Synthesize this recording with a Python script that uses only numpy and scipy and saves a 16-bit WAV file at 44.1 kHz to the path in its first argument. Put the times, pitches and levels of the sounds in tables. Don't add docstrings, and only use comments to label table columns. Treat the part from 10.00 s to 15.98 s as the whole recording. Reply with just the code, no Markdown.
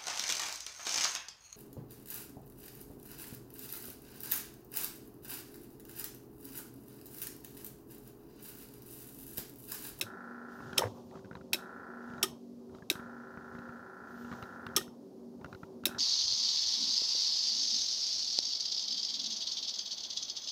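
import sys
import numpy as np
from scipy import signal
from scipy.fft import rfft, irfft
from scipy.io import wavfile
from scipy.ndimage import uniform_filter1d

SR = 44100
rng = np.random.default_rng(int(sys.argv[2]) if len(sys.argv) > 2 else 0)


def store_wav(level_fs):
    pcm = np.round(np.clip(np.atleast_2d(level_fs), -1, 1) * 32767)
    wavfile.write(sys.argv[1], SR, pcm.T.astype(np.int16))


def amplitude_ratio(level_db):
    exponent = np.asarray(level_db, float) / 20
    return 10 ** exponent


N = 263892
T = np.arange(N) / SR


def noise(n=N):
    return rng.standard_normal(n)


def colour(x, shape):
    hz, db = np.transpose(shape)
    f = np.arange(len(x) // 2 + 1) * SR / len(x) + 1
    gain_db = np.interp(np.log(f), np.log(hz), db)
    return irfft(rfft(x) * amplitude_ratio(gain_db), len(x))


def unit(x):
    return x / np.sqrt(np.mean(x ** 2))


def band(x, lo_hz, hi_hz):
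    return signal.sosfilt(signal.butter(4, [lo_hz, hi_hz], "band", fs=SR, output="sos"), x)


def walk(rate_hz):
    k = int(SR / rate_hz)
    held = np.repeat(noise(N // k + 1), k)
    return 1.5 * uniform_filter1d(uniform_filter1d(held, k), k)[:N]


def decay(t, t60_s):
    return (t >= 0) * np.exp(-np.log(1000) * np.maximum(t, 0) / t60_s)


def sine(hz, t):
    return np.sin(2 * np.pi * hz * t)


def add(out, x, s):
    i = int(s * SR)
    out[i:i + len(x)] += x[:N - i]


def yard():
    # (frequency [Hz], level [dB per Hz])
    murmur_shape = [(15, -81), (25, -49), (92, -28.5), (159, -29.5), (175, -13), (210, -11.5), (238, -8),
                    (338, -14.5), (384, -4.5), (406, -13), (525, -16), (607, -20.5), (2000, -51),
                    (2600, -88.5), (4400, -120)]
    mic_shape = [(1000, -12), (2000, -6), (3200, -5), (4800, 2), (6800, -2), (7200, -7), (13500, -7),
                 (15700, -9), (15800, -32)]
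    murmur = amplitude_ratio(-55 + 1.2 * walk(3.7)) * unit(colour(noise(), murmur_shape))
    return murmur + amplitude_ratio(-76.14) * unit(colour(noise(), mic_shape))


def hum():
    # (multiple [-], level [dB rms])
    multiples = [(3, -74.5), (4, -65.5), (6, -65), (8, -62), (11, -70.5)]
    # (time [s], half width [s], depth [dB])
    fades = [
        (0, .06, -10),
        (1.33, 0.09, -17),
        (2.83, .04, -14),
        (3.95, 0.092, -14),
        (5.1, .06, -16),
        (5.58, 0.068, -16),
    ]
    shaft_hz, beat_hz, in_step_s = 47.64, 1.84, .424
    fifth_db, neighbour_db = -54.5, -10
    turn = 2 * np.pi * np.cumsum(shaft_hz + 0.047 * walk(1.966)) / SR
    fade_db = sum(db * np.exp(-.5 * ((T - s) / width_s) ** 2) for s, width_s, db in fades)
    neighbour = np.sin(5 * turn + 2 * np.pi * beat_hz * (T - in_step_s))
    pair = np.sin(5 * turn) + amplitude_ratio(neighbour_db) * neighbour
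    out = amplitude_ratio(fifth_db + fade_db + 1.5 * walk(6.2)) * pair
    for k, db in multiples:
        out += amplitude_ratio(db + 2.4 * walk(5)) * np.sin(round(k) * turn + 6 * rng.random())
    return np.sqrt(2) * out


def hand():
    # (strongest [s], scuff level [dB], time per 20 dB of swell [s], rumble re scuff [dB])
    moves = [(0, -45, 0.02, -1), (.67, -57, .16, 6), (.97, -58, .15, 3), (.83, -35.5, 0.1129, -13),
             (1.17, -52, .15, -10), (1.36, -54, .15, -6), (1.66, -57, 0.34, -10), (2.17, -49, .2, -10),
             (2.3, -52, .1, -4), (2.76, -54, .12, -8), (3.05, -54, 0.35, -2.5), (3.55, -53.5, 0.43, -10),
             (4.31, -50.5, 0.36, -10.5), (4.78, -50.5, .22, -9), (5.5, -58, .3, -3), (5.66, -59, .15, -3),
             (5.98, -46.5, .1, -11)]
    # (start [s], length [s], level [dB])
    swishes = [
        (.46, .42, -75),
        (.9, .3, -88),
        (2.0, .2, -84),
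        (2.68, 0.12, -85.5),
        (3.3, .4, -86),
        (4.05, .42, -76),
        (4.55, .2, -86),
        (5.4, .18, -83),
    ]
    rest_db, rest_rumble_db, fade_share = -76, -73, 0.93
    rise_s, fall_s = .07, 0.14
    scuff, rumble, swish = amplitude_ratio(rest_db), amplitude_ratio(rest_rumble_db), 0
    for s, db, slope_s, rumble_db in moves:
        away_s = np.maximum(s - T, (T - s) / fade_share)
        move = amplitude_ratio(db - 20 * away_s / slope_s)
        scuff = scuff + move
        rumble = rumble + amplitude_ratio(rumble_db) * move
    for s, length_s, db in swishes:
        rise = np.clip((T - s) / rise_s, 0, 1)
        fall = np.exp(-np.maximum(T - s - length_s, 0) / fall_s)
        swish = swish + amplitude_ratio(db) * rise * fall
    rustle = amplitude_ratio(-20) * scuff + amplitude_ratio(3) * swish

    def rub(size, lo_hz, hi_hz, trim_db, lumpy_db):
        return unit(band(noise(), lo_hz, hi_hz)) * size * amplitude_ratio(trim_db + lumpy_db * walk(25))

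    out = rub(rumble, 70, 170, -2, 3) + rub(scuff, 250, 1050, -5, 3)
    out += rub(rustle, 2500, 7000, -3, 1.5) + rub(swish, 13100, 14800, -3, 2.5)
    return out + unit(band(noise(), 8500, 10500)) * swish * amplitude_ratio(-6.5)


def taps():
    # (time [s], peak level [dB], ring [Hz], nail tick re ring [dB])
    finger_taps = [(0.603, -36, 1090, -21), (0.730, -30, 1410, -10), (0.774, -28.5, 1220, -6),
                   (1.11, -53, 1900, -6), (1.154, -41.5, 1300, -19), (1.172, -44, 1100, -22),
                   (1.19, -48, 1450, -20), (1.245, -47, 1550, -9), (1.255, -47, 1500, -12),
                   (1.311, -37, 1440, -20), (1.329, -44, 1550, -16), (1.352, -34.5, 1000, -14.5),
                   (1.41, -43.5, 1400, -18), (2.135, -36.5, 1380, -14), (2.748, -45, 1300, -12),
                   (2.822, -41.5, 1670, -22), (2.995, -33, 1380, -24), (3.372, -35, 1460, -26),
                   (3.549, -33.5, 1360, -21), (3.691, -37, 1340, -26), (4.314, -30.5, 1390, -21),
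                   (4.325, -31, 1210, -17), (4.425, -28, 1330, -12.5), (4.665, -27, 1420, -10.5),
                   (5.412, -41.5, 935, -18), (5.444, -31.5, 1405, -11), (5.527, -35, 1420, -11),
                   (5.631, -32, 1350, -20), (5.836, -38, 1370, -9), (5.947, -36.5, 1690, -15)]
    # (time [s], peak level [dB])
    further_taps = [(1.368, -47), (1.524, -44), (2.1, -42), (2.18, -40.5), (2.695, -54), (2.784, -49),
                    (2.953, -35), (3.587, -39), (4.247, -41), (4.334, -36), (4.436, -40), (4.687, -39),
                    (4.754, -31.5), (4.811, -36), (4.878, -45.5), (5.458, -40), (5.547, -37), (5.891, -35)]
    further_hz, further_tick_db = 1420, -13
    out, t = np.zeros(N), np.arange(int(.05 * SR)) / SR
    body = unit(band(noise(), 300, 1900))
    edge = unit(band(noise(), 2200, 6000))
    air = unit(band(noise(), 5000, 15500))
    rows = [*finger_taps, *[(s, db, further_hz, further_tick_db) for s, db in further_taps]]
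    for (s, db, hz, tick_db), vary in zip(rows, rng.standard_normal((len(rows), 4))):
        treble_db = db + tick_db
        thump_db = -37.5 + .4 * (db + 41)
        air_db = -81.5 + 1.3 * (treble_db + 56)
        here = (int(s * SR) + np.arange(len(t))) % N
        ring = sine(hz, t) * decay(t, 0.021) + .3 * body[here] * decay(t, .035)
        ring = ring * np.clip(t / .0015, 0, 1)
        thump = -sine(190 * (1 + 0.18 * vary[0]), t) * decay(t, 0.023)
        low = sine(2750 * (1 + 0.099 * vary[1]), t)
        high = sine(3900 * (1 + 0.029 * vary[2]), t)
        pair = low + amplitude_ratio(-5.0 + 6.2 * vary[3]) * high
        tick = (pair + 0.52 * edge[here]) * decay(t, 0.015) * np.clip(t / 0.0011, 0, 1)
        add(out, amplitude_ratio(db - 1) * ring + amplitude_ratio(thump_db) * thump + amplitude_ratio(treble_db - 2.5) * tick, s + .0006)
        add(out, amplitude_ratio(air_db) * air[here] * decay(t, 0.015), s + 0.00093)
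    return out + hand_slaps(body)


def hand_slaps(body):
    # (time [s], peak level [dB], ring [Hz], ring t60 [s])
    slaps = [(0.036, -39, 565, 0.023), (0.044, -50, 423, 0.03), (0.788, -24, 540, 0.034),
             (0.807, -24.5, 550, 0.03), (0.82, -18.5, 910, 0.028), (0.831, -16, 570, 0.015),
             (0.837, -16.5, 520, 0.021), (0.847, -29, 534, 0.021), (0.855, -26.5, 483, 0.03),
             (0.867, -32, 495, 0.04), (.84, -29, 105, 0.19), (0.028, -42, 108, 0.18)]
    out, t = np.zeros(N), np.arange(int(.3 * SR)) / SR
    for s, db, hz, t60_s in slaps:
        grit = 0.3 * (hz > 300) * np.roll(body, -int(s * SR))[:len(t)]
        rise = np.clip(t * hz / 1.77, 0, 1)
        add(out, amplitude_ratio(db + 1.0) * (sine(hz, t) + grit) * decay(t, 0.94 * t60_s) * rise, s)
    return out


def pump():
    # (on [s], off [s], one throb [s], turn rate at on [Hz], at off [Hz], level [dB])
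    runs = [
        (.03, .79, .520, 28.73, 28.70, .3),
        (1.548, 2.245, 1.763, 28.73, 28.70, 0),
        (2.916, 4.78, 3.236, 28.70, 28.645, 0),
        (5.872, 6.1, 5.947, 28.73, 28.72, 0),
    ]
    # (frequency [Hz], level [dB rms])
    strong_lines = [(689.1, -74), (716.0, -73), (775.2, -69), (802.1, -70), (829.0, -73), (861.3, -70),
                    (974.4, -69), (1001, -69), (1061, -73), (1087, -69), (1206, -72), (1233, -68),
                    (1260, -67), (1346, -58), (1378, -61), (1405, -60), (1432, -66), (1464, -62),
                    (1491, -66), (1550, -63), (1577, -67), (1663, -72), (1690, -64), (1723, -70),
                    (1750, -75), (1776, -72), (1809, -69), (1863, -78), (1895, -75), (1949, -81)]
    # (frequency [Hz], level [dB per Hz])
    fuel_shape = [(600, 0.5), (900, -5.5), (1400, -2), (1850, -4), (2150, -16), (2600, -22), (4500, -23),
                  (7000, -32)]
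    # (share of the turn [-], level [dB])
    knocks = [(0.0362, 0.0), (0.1413, -1.9), (0.2465, -8.2), (0.353, -0.5), (0.4382, -3.6), (0.5105, -2.9),
              (0.6648, -2.1), (0.8267, -8.7)]
    turn_hz, fuel_db, fuel_throb = 28.68, -63, .15
    lull_share, lull_width, lull_db = .85, .08, -8
    out, fuel = np.zeros(N), unit(colour(noise(), fuel_shape))

    k = np.arange(16, 92)
    hz, db = np.transpose(fuel_shape)
    line_db = np.interp(np.log(k * turn_hz), np.log(hz), db) - 79.0 + 3 * noise(len(k))
    for line_hz, strong_db in strong_lines:
        line_db[k == round(line_hz / turn_hz)] = strong_db + .5

    share, knock_db = np.transpose(knocks)
    lag = np.angle(np.exp(-2j * np.pi * np.outer(k, share)) @ amplitude_ratio(knock_db))
    lag = np.where(k * turn_hz < 1150, 2 * np.pi * rng.random(len(k)), lag)
    angle = np.linspace(0, 1, 4097)
    one_turn = np.sqrt(2) * np.cos(2 * np.pi * np.outer(angle, k) + lag) @ amplitude_ratio(line_db)

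    wander_hz, swell_db = .01 * walk(3), .8 * walk(6)
    lull = 1
    for on, off, throb, hz0, hz1, run_db in runs:
        turns = np.cumsum(np.interp(T, [on, off], [hz0, hz1]) + wander_hz) / SR
        turns -= turns[int(throb * SR)]
        gate = np.clip((T - on) / .04, 0, 1) * np.exp(-np.maximum(T - off, 0) / .018)
        tone = np.interp(turns % 1, angle, one_turn)
        tone += amplitude_ratio(fuel_db) * fuel * (1 + fuel_throb * np.cos(2 * np.pi * turns))
        dip = np.exp(-.5 * ((turns % 1 - lull_share) / lull_width) ** 2)
        lull = np.where(T > on, amplitude_ratio(lull_db * dip), lull)
        out += gate * tone * amplitude_ratio(run_db + swell_db)
    return out - (1 - lull) * colour(out, [(1000, -40), (1250, 0)])


def snap(bounces, modes, panel, crack_db, tail_db, tail_t60_s, rattle_db):
    # (frequency [Hz], level [dB per Hz])
    crack_shape = [(1000, -38.5), (1700, -19), (2530, -9.5), (3770, -0.5), (4430, -7.5), (5460, -3.5),
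                   (7390, -10), (7680, -8), (14000, -9.5), (15600, -19.5), (16400, -31)]
    t = np.arange(int(.3 * SR)) / SR
    contact, gate = 0, amplitude_ratio(tail_db) * decay(t, tail_t60_s)
    for (ms, db), vary in zip(bounces, rng.standard_normal((len(bounces), 2))):
        since = t - abs(ms + 0.23 * vary[0]) / 1000
        size = amplitude_ratio(db + vary[1])
        contact = contact + size * decay(since, 0.0031)
        gate = gate + size * decay(since, 0.013)
    rattle = amplitude_ratio(rattle_db) * decay(t, 1.37 * tail_t60_s) * unit(band(noise(len(t)), 2000, 7900))

    hz, mode_db, t60_s = np.transpose(modes)[:, :, None]
    case = np.sum(amplitude_ratio(mode_db) * decay(t, .3 * t60_s) * sine(hz, t), axis=0)
    shake = contact * noise(len(t)) + rattle
    ring = band(signal.fftconvolve(shake, case)[:len(t)], 2000, 17000)
    crack = gate * unit(colour(noise(len(t)), crack_shape))
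    out = amplitude_ratio(-23.5) * unit(unit(ring) + amplitude_ratio(crack_db) * unit(crack))

    thud = np.clip(t / .005, 0, 1) * decay(t, .09)
    out += amplitude_ratio(-25) * thud * unit(band(noise(len(t)), 150, 1700))
    for (hz, db, t60_s, rise_ms), vary in zip(panel, rng.standard_normal((len(panel), 2))):
        rise = np.clip(1000 * t / rise_ms, 0, 1) ** 2
        swell = rise * decay(np.maximum(t - rise_ms / 1000, 0), t60_s)
        beat = 1 + 0.94 * np.sin(2 * np.pi * 45 * t + 3 * vary[1])
        out += amplitude_ratio(db + 1.5 * vary[0]) * swell * beat * sine(hz, t)
    return out


def relay():
    # (time [s], peak level [dB])
    pull_in = [
        (0.0116, -18.5),
        (1.5314, -13.5),
        (2.9001, -14),
        (5.8546, -13.5),
    ]
    drop_out = [
        (0.7784, -10),
        (2.2284, -11.5),
        (4.7637, -10.5),
    ]
    # (time after first contact [ms], level [dB])
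    in_bounce = [(0, 1.5), (1.6, -2), (3.5, -6.5), (6, -8.5), (12, -9.5), (15, -12), (25, -20)]
    out_bounce = [(0, -0.5), (1.5, -3), (3.2, 0), (6.5, -9), (9, -10), (13.5, -10), (17, -13.5)]
    # (frequency [Hz], level [dB], t60 [s])
    in_modes = [(2171, -22, 0.1), (2627, 2, 0.055), (3860, 4, 0.046), (4600, -14, 0.053), (5370, -8, 0.16),
                (6040, -16.5, 0.095), (7590, -8, 0.034), (10400, -6.5, 0.062), (12000, -14.5, 0.057),
                (12900, -20.5, 0.096), (13230, -7.5, 0.067), (13800, -16.5, 0.14), (14140, -4.5, 0.053),
                (15300, -18, 0.11), (4570, -9.5, 0.0085), (3314, -9.5, 0.081)]
    out_modes = [(3060, -22, 0.19), (3460, -10, 0.073), (3646, -9.0, 0.2), (5415, 4, 0.076),
                 (6155, -3.5, 0.075), (7900, -19.5, 0.081), (7900, -5.5, 0.06), (9440, -14.5, 0.12),
                 (9835, -4.5, 0.085), (10880, -9, 0.097), (11100, -19.5, 0.057), (13230, -14, 0.077),
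                 (15700, -25, 0.095), (3230, 5, .04), (5860, -4.5, 0.041), (14380, -13, 0.061),
                 (4350, -8.0, 0.041), (2533, -16.5, 0.017)]
    # (frequency [Hz], level [dB], t60 [s], rise [ms])
    in_panel = [(337.6, -22.5, 0.07, 13), (582, -31, 0.099, 18.2), (945, -35.5, 0.039, 5.2),
                (1557, -30, 0.056, 18), (1800, -38.5, 0.059, 2.8)]
    out_panel = [(377.8, -18, 0.12, 10), (873, -25.5, .06, 9), (1242, -20, .07, 9.8),
                 (1400, -25.5, 0.024, 2.5), (1850, -28, .14, 9.8)]
    out = np.zeros(N)
    for s, db in pull_in:
        hit = snap(in_bounce, in_modes, in_panel, crack_db=-6.0, tail_db=-12, tail_t60_s=0.22, rattle_db=-43)
        add(out, amplitude_ratio(db - 2) * hit, s)
    for s, db in drop_out:
        hit = snap(out_bounce, out_modes, out_panel, crack_db=-2.0, tail_db=-12.0, tail_t60_s=0.2,
                   rattle_db=-37)
        add(out, amplitude_ratio(db - 3) * hit, s)
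    return out


def scene():
    return (yard() + hum() + hand() + taps() + pump() + relay())[None]


def low_pass(x):
    return signal.sosfilt(signal.butter(12, 16810, fs=SR, output="sos"), x)


def record(dry):
    cut = signal.sosfilt(signal.butter(3, 62, "high", fs=SR, output="sos"), dry)
    cut = signal.sosfilt(signal.ellip(8, .3, 60, 16450, fs=SR, output="sos"), cut)
    return low_pass(cut)


dry = scene()
out = record(dry)
store_wav(out)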